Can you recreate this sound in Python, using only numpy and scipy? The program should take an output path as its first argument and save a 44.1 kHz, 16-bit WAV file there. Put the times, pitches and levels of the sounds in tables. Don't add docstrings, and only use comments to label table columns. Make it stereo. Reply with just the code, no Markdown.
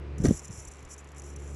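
import sys
import numpy as np
from scipy import signal
from scipy.fft import rfft, irfft
from scipy.io import wavfile

SR = 44100
rng = np.random.default_rng(int(sys.argv[2]) if len(sys.argv) > 2 else 0)


def to_wav(s):
    ch = np.atleast_2d(s).T
    pcm = np.round(np.clip(ch, -1, 1) * 32767)
    wavfile.write(sys.argv[1], SR, pcm.astype(np.int16))


N = 68355
TIME = np.arange(N) / SR
FREQS = np.maximum(np.fft.rfftfreq(N, 1 / SR), 1)


def bearing():
    steel_gain = np.linalg.norm(steel(signal.unit_impulse(N), wander_db=0))
    return from_db(-0.5) * steel(ticks() + chatter(), wander_db=1.7) / steel_gain


def ticks():
    # t/s, relative level/dB
    impacts = [(0.1826, -41), (0.19, -50), (.201, -46), (.211, -44.5), (0.2184, -39.5), (.2495, -32.5),
               (0.285, -33), (0.3737, -38), (0.393, -34), (0.407, -49), (0.4173, -46), (.4245, -45),
               (0.433, -44), (0.446, -36.5), (.472, -45), (.480, -39.5), (0.501, -51), (0.508, -40.5),
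               (0.526, -37), (.539, -59), (0.601, -44.5), (0.6502, -36.5), (0.663, -55), (.705, -54),
               (.7358, -43.5), (.7456, -49.5), (0.756, -47), (0.768, -46.5), (.7822, -53), (.792, -47),
               (0.805, -50), (.816, -63), (0.8266, -45), (0.8498, -43), (.877, -56), (0.964, -53),
               (1.0439, -46), (1.0728, -51), (1.088, -48), (1.105, -59), (1.118, -47), (1.146, -52),
               (1.1817, -39), (1.197, -41.5), (1.2191, -39.5), (1.2894, -47), (1.302, -44.5), (1.326, -48),
               (1.3361, -48), (1.3611, -41), (1.4205, -50), (1.476, -46.5), (1.489, -51), (1.507, -49)]
    crack_db, rattle_db, rattle_t60_s = 13, -2.5, 0.025
    cracks, rattle_power = np.zeros(N), np.zeros(N)
    for start_s, db in impacts:
        i = int(start_s * SR)
        cracks[i] += from_db(db + crack_db)
        rattle_power[i:] += from_db(db + rattle_db - 60 * TIME[:N - i] / rattle_t60_s) ** 2
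    return cracks + np.sqrt(rattle_power) * rng.standard_normal(N)


def chatter():
    # start/s, end/s, relative start level/dB, relative end level/dB
    spells = [(0.234, 0.269, -38, -35), (0.277, 0.381, -44.5, -40), (0.386, .400, -42, -48),
              (0.438, 0.447, -46, -41), (0.448, 0.456, -37.5, -40.5), (.511, 0.607, -48, -44.5),
              (0.61, 0.654, -51.5, -51), (0.669, 0.684, -46, -42.5), (0.711, .724, -39.5, -49.5),
              (0.885, 0.92, -52.5, -40), (0.922, 0.941, -49, -39.5), (0.977, 1.008, -44.5, -56.5),
              (1.157, 1.204, -53, -54.5), (1.233, 1.341, -49, -57), (1.358, 1.369, -41, -52),
              (1.38, 1.56, -55, -52)]
    attack_s, release_s = 0.0045, 0.0035
    roll_start_s, roll_fade_db_per_s = 0.18, 14.5
    grains_per_s, grain_share, flutter_db = 1600, 0.22, 1.07
    level = np.zeros(N)
    for start_s, end_s, start_db, end_db in spells:
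        ramp = from_db(np.interp(TIME, [start_s, end_s], [start_db, end_db]) - 1.5)
        level += ramp * swell(start_s, attack_s, end_s - start_s - attack_s, release_s)
    rolling = from_db(-55 - roll_fade_db_per_s * TIME) * (TIME > roll_start_s)
    sizes = from_db(np.minimum(rng.exponential(1, N), 4)) * rng.choice([-1, 1], N)
    grains = rms_one(sizes * (rng.random(N) < grains_per_s / SR))
    grit = np.sqrt(grain_share) * grains + np.sqrt(1 - grain_share) * rng.standard_normal(N)
    flutter = from_db(flutter_db * drift(rate_hz=58))
    return (level + rolling) * flutter * grit


def steel(force, wander_db):
    # f/Hz, bandwidth/Hz, gain/dB
    modes = [(5310, 400, -6.5), (5940, 354, 1), (7050, 140, 6), (7420, 150, 4.5), (7830, 420, 1.5),
             (8460, 940, -0.5), (9570, 580, 4), (10380, 370, -0.5), (10580, 350, -1.5), (11730, 250, -14)]
    band_hz = [3530, 11200]
    ring = 0
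    for k, (hz, width_hz, db) in enumerate(modes):
        radius = np.exp(-np.pi * width_hz / SR)
        feedback = [1, -2 * radius * np.cos(2 * np.pi * hz / SR), radius ** 2]
        drive = force * from_db(db + wander_db * drift(rate_hz=80))
        mode = (1 - radius ** 2) / 2 * signal.lfilter([1, 0, -1], feedback, drive + 1e-18)
        ring += (-1) ** k * mode
    return signal.sosfilt(signal.butter(4, band_hz, "band", fs=SR, output="sos"), ring + 1e-18)


def knocks():
    # t/s, envelope peak/dB, f/Hz, rise/cycles
    bumps = [(.2005, -19.5, 157, 0.55), (0.213, -30, 47, 1), (.2405, -16, 222, 0.51),
             (.2478, -12.5, 348, 0.89), (0.2546, -14.5, 272.4, 0.92), (.2790, -13.5, 101, 0.69),
             (.2875, -17, 251, 1), (.3068, -11, 212, 0.73), (.3085, -18.5, 405, 0.9),
             (.324, -24.5, 162, 0.4), (0.339, -34.5, 60.6, 0.7), (0.491, -39, 161, 0.68),
             (.500, -30, 115, 0.55), (.535, -38.5, 150, 0.4), (.577, -36.5, 100, 0.67),
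             (.607, -43.5, 81.6, 0.64), (0.666, -40.5, 50, 0.66), (.824, -43.5, 126, 1),
             (0.839, -47, 34.8, .7)]
    out = np.zeros(N)
    for start_s, db, hz, rise_cycles in bumps:
        cycles = np.maximum(TIME - start_s, 0) * hz
        rise = cycles / rise_cycles
        envelope = (rise * np.exp(1 - rise)) ** 2
        out += from_db(db) * envelope * np.sin(2 * np.pi * cycles)
    return out


def clacks():
    # t/s, level/dB
    hits = [(.2485, -44), (.2552, -27), (.2600, -40), (.2690, -43), (.2850, -36.5)]
    # f/Hz, gain/dB, T60/s
    modes = [(687, -3, 0.093), (1216, -17.5, 0.092), (1593, -6.5, 0.032), (1900, -3.5, 0.017),
             (2150, -12, .015), (4460, -5.5, 0.0093), (5760, -0.5, 0.0093)]
    out = np.zeros(N)
    for start_s, hit_db in hits:
        t = np.maximum(TIME - start_s, 0)
        for hz, mode_db, t60_s in modes:
            strike_db = hit_db + mode_db + rng.normal(0, 1)
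            decay_db = np.minimum(60 * t / t60_s, 200)
            out += from_db(strike_db - decay_db) * np.sin(2 * np.pi * hz * t)
    return out


def draught():
    # f/Hz, relative level/dB
    spectrum = [(15, -22), (35, -26), (70, -2), (150, -1), (300, -9), (500, -16), (900, -35), (4000, -66)]
    centre_s, sigma_s = 0.2624, 0.035
    envelope = np.exp(-0.5 * ((TIME - centre_s) / sigma_s) ** 2)
    return from_db(-27.5) * envelope * noise(spectrum)


def swish():
    # f/Hz, relative level/dB
    spectrum = [(300, 2.5), (600, -1.5), (900, -6.5), (1400, -8.5), (1900, -6), (2500, -16), (3100, -10.5),
                (4000, -9.5), (6000, -13), (10000, -12), (15000, -19)]
    envelope = swell(start_s=0.2313, attack_s=0.017, hold_s=0.0053, decay_s=0.049)
    return from_db(-36.5) * envelope * diffuse(spectrum)


def bay(sound):
    # f/Hz, relative level/dB
    spectrum = [(40, -32), (150, -9), (300, -1), (500, 8.5), (1000, 10), (16000, -3.5)]
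    first_s, t60_s = 0.00049, 0.033
    tails = np.array([noise(spectrum), noise(spectrum)])
    tails *= from_db(-60 * TIME / t60_s) * (TIME > first_s)
    tails /= np.linalg.norm(tails, axis=1, keepdims=True)
    return signal.fftconvolve(sound[None], tails, axes=1)[:, :N]


def machine_hum():
    # order, relative level/dB
    harmonics = [(1, 1), (2, -9), (3, -21.5), (4, -18.5), (5, -15), (6, -18.5), (7, -25), (8, -24.5)]
    # t/s, level/dB
    envelope = [(0, -40.5), (.19, -38), (.33, -38.5), (.40, -50), (.75, -52), (1.08, -51.5), (1.25, -45.5),
                (1.40, -42.5), (1.55, -39.5)]
    # f/Hz, relative level/dB
    rumble_spectrum = [(20, -34), (60, -11), (110, 4), (220, -8), (370, -3.5), (520, -11.5), (800, -25),
                       (2000, -54)]
    hum_hz, waver = 71.1, 0.0012
    phase = 2 * np.pi * np.cumsum(hum_hz * (1 + waver * drift(rate_hz=10))) / SR
    hum = np.zeros(N)
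    for order, db in harmonics:
        hum += from_db(db) * np.sqrt(2) * np.sin(order * phase + rng.uniform(0, 2 * np.pi))
    rumble = from_db(-9.5) * diffuse(rumble_spectrum)
    return from_db(np.interp(TIME, *np.transpose(envelope))) * (hum + rumble)


def garage_air():
    # f/Hz, relative level/dB
    spectrum = [(20, -23), (60, 6.5), (150, -6), (400, 1), (700, -3), (1100, -2), (1700, -8), (2400, -7.5),
                (3400, -14), (5000, -18), (9500, -29.5), (10500, -46), (11500, -55), (15000, -58)]
    start_db, fade_db_per_s = -52, 0.91
    return from_db(start_db - fade_db_per_s * TIME) * diffuse(spectrum)


def diffuse(spectrum):
    # f/Hz, correlation
    likeness = [(60, .998), (250, 0.97), (500, 0.7), (1000, 0.41), (2000, 0.9), (4000, -0.28),
                (8000, -0.59)]
    correlation = over_hz(likeness)
    mid = irfft(rfft(noise(spectrum)) * np.sqrt(1 + correlation), N)
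    side = irfft(rfft(noise(spectrum)) * np.sqrt(1 - correlation), N)
    return rms_one(np.array([mid + side, mid - side]))


def noise(spectrum):
    return rms_one(irfft(rfft(rng.standard_normal(N)) * from_db(over_hz(spectrum)), N))


def drift(rate_hz):
    return rms_one(irfft(rfft(rng.standard_normal(N)) / (1 + (FREQS / rate_hz) ** 2), N))


def swell(start_s, attack_s, hold_s, decay_s):
    t = TIME - start_s
    return np.clip(t / attack_s, 0, 1) * np.exp(-np.maximum(t - attack_s - hold_s, 0) / decay_s)


def over_hz(points):
    hz, value = np.transpose(points)
    return np.interp(np.log(FREQS), np.log(hz), value)


def from_db(db):
    return 10 ** (np.asarray(db) / 20)


def rms_one(x):
    return x / np.sqrt(np.mean(x ** 2) + 1e-20)


def scene():
    right_lag_s = 0.0001648
    pulley = bearing()
    pulley_right = irfft(rfft(pulley) * np.exp(-2j * np.pi * FREQS * right_lag_s), N)
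    hand = draught() + knocks() + clacks()
    reflections = bay(from_db(-32.5) * pulley + from_db(-15.5) * hand)
    return np.array([pulley, pulley_right]) + hand + swish() + reflections + machine_hum() + garage_air()


def record(dry):
    # f/Hz, gain/dB
    treble = [(10500, 0), (11500, 0.5), (12300, -9), (15000, -7)]
    cutoff_hz = 15400
    dulled = irfft(rfft(dry) * from_db(over_hz(treble)), N)
    return signal.sosfilt(signal.ellip(10, 0.1, 80, cutoff_hz, fs=SR, output="sos"), dulled)


dry = scene()
out = record(dry)
to_wav(out)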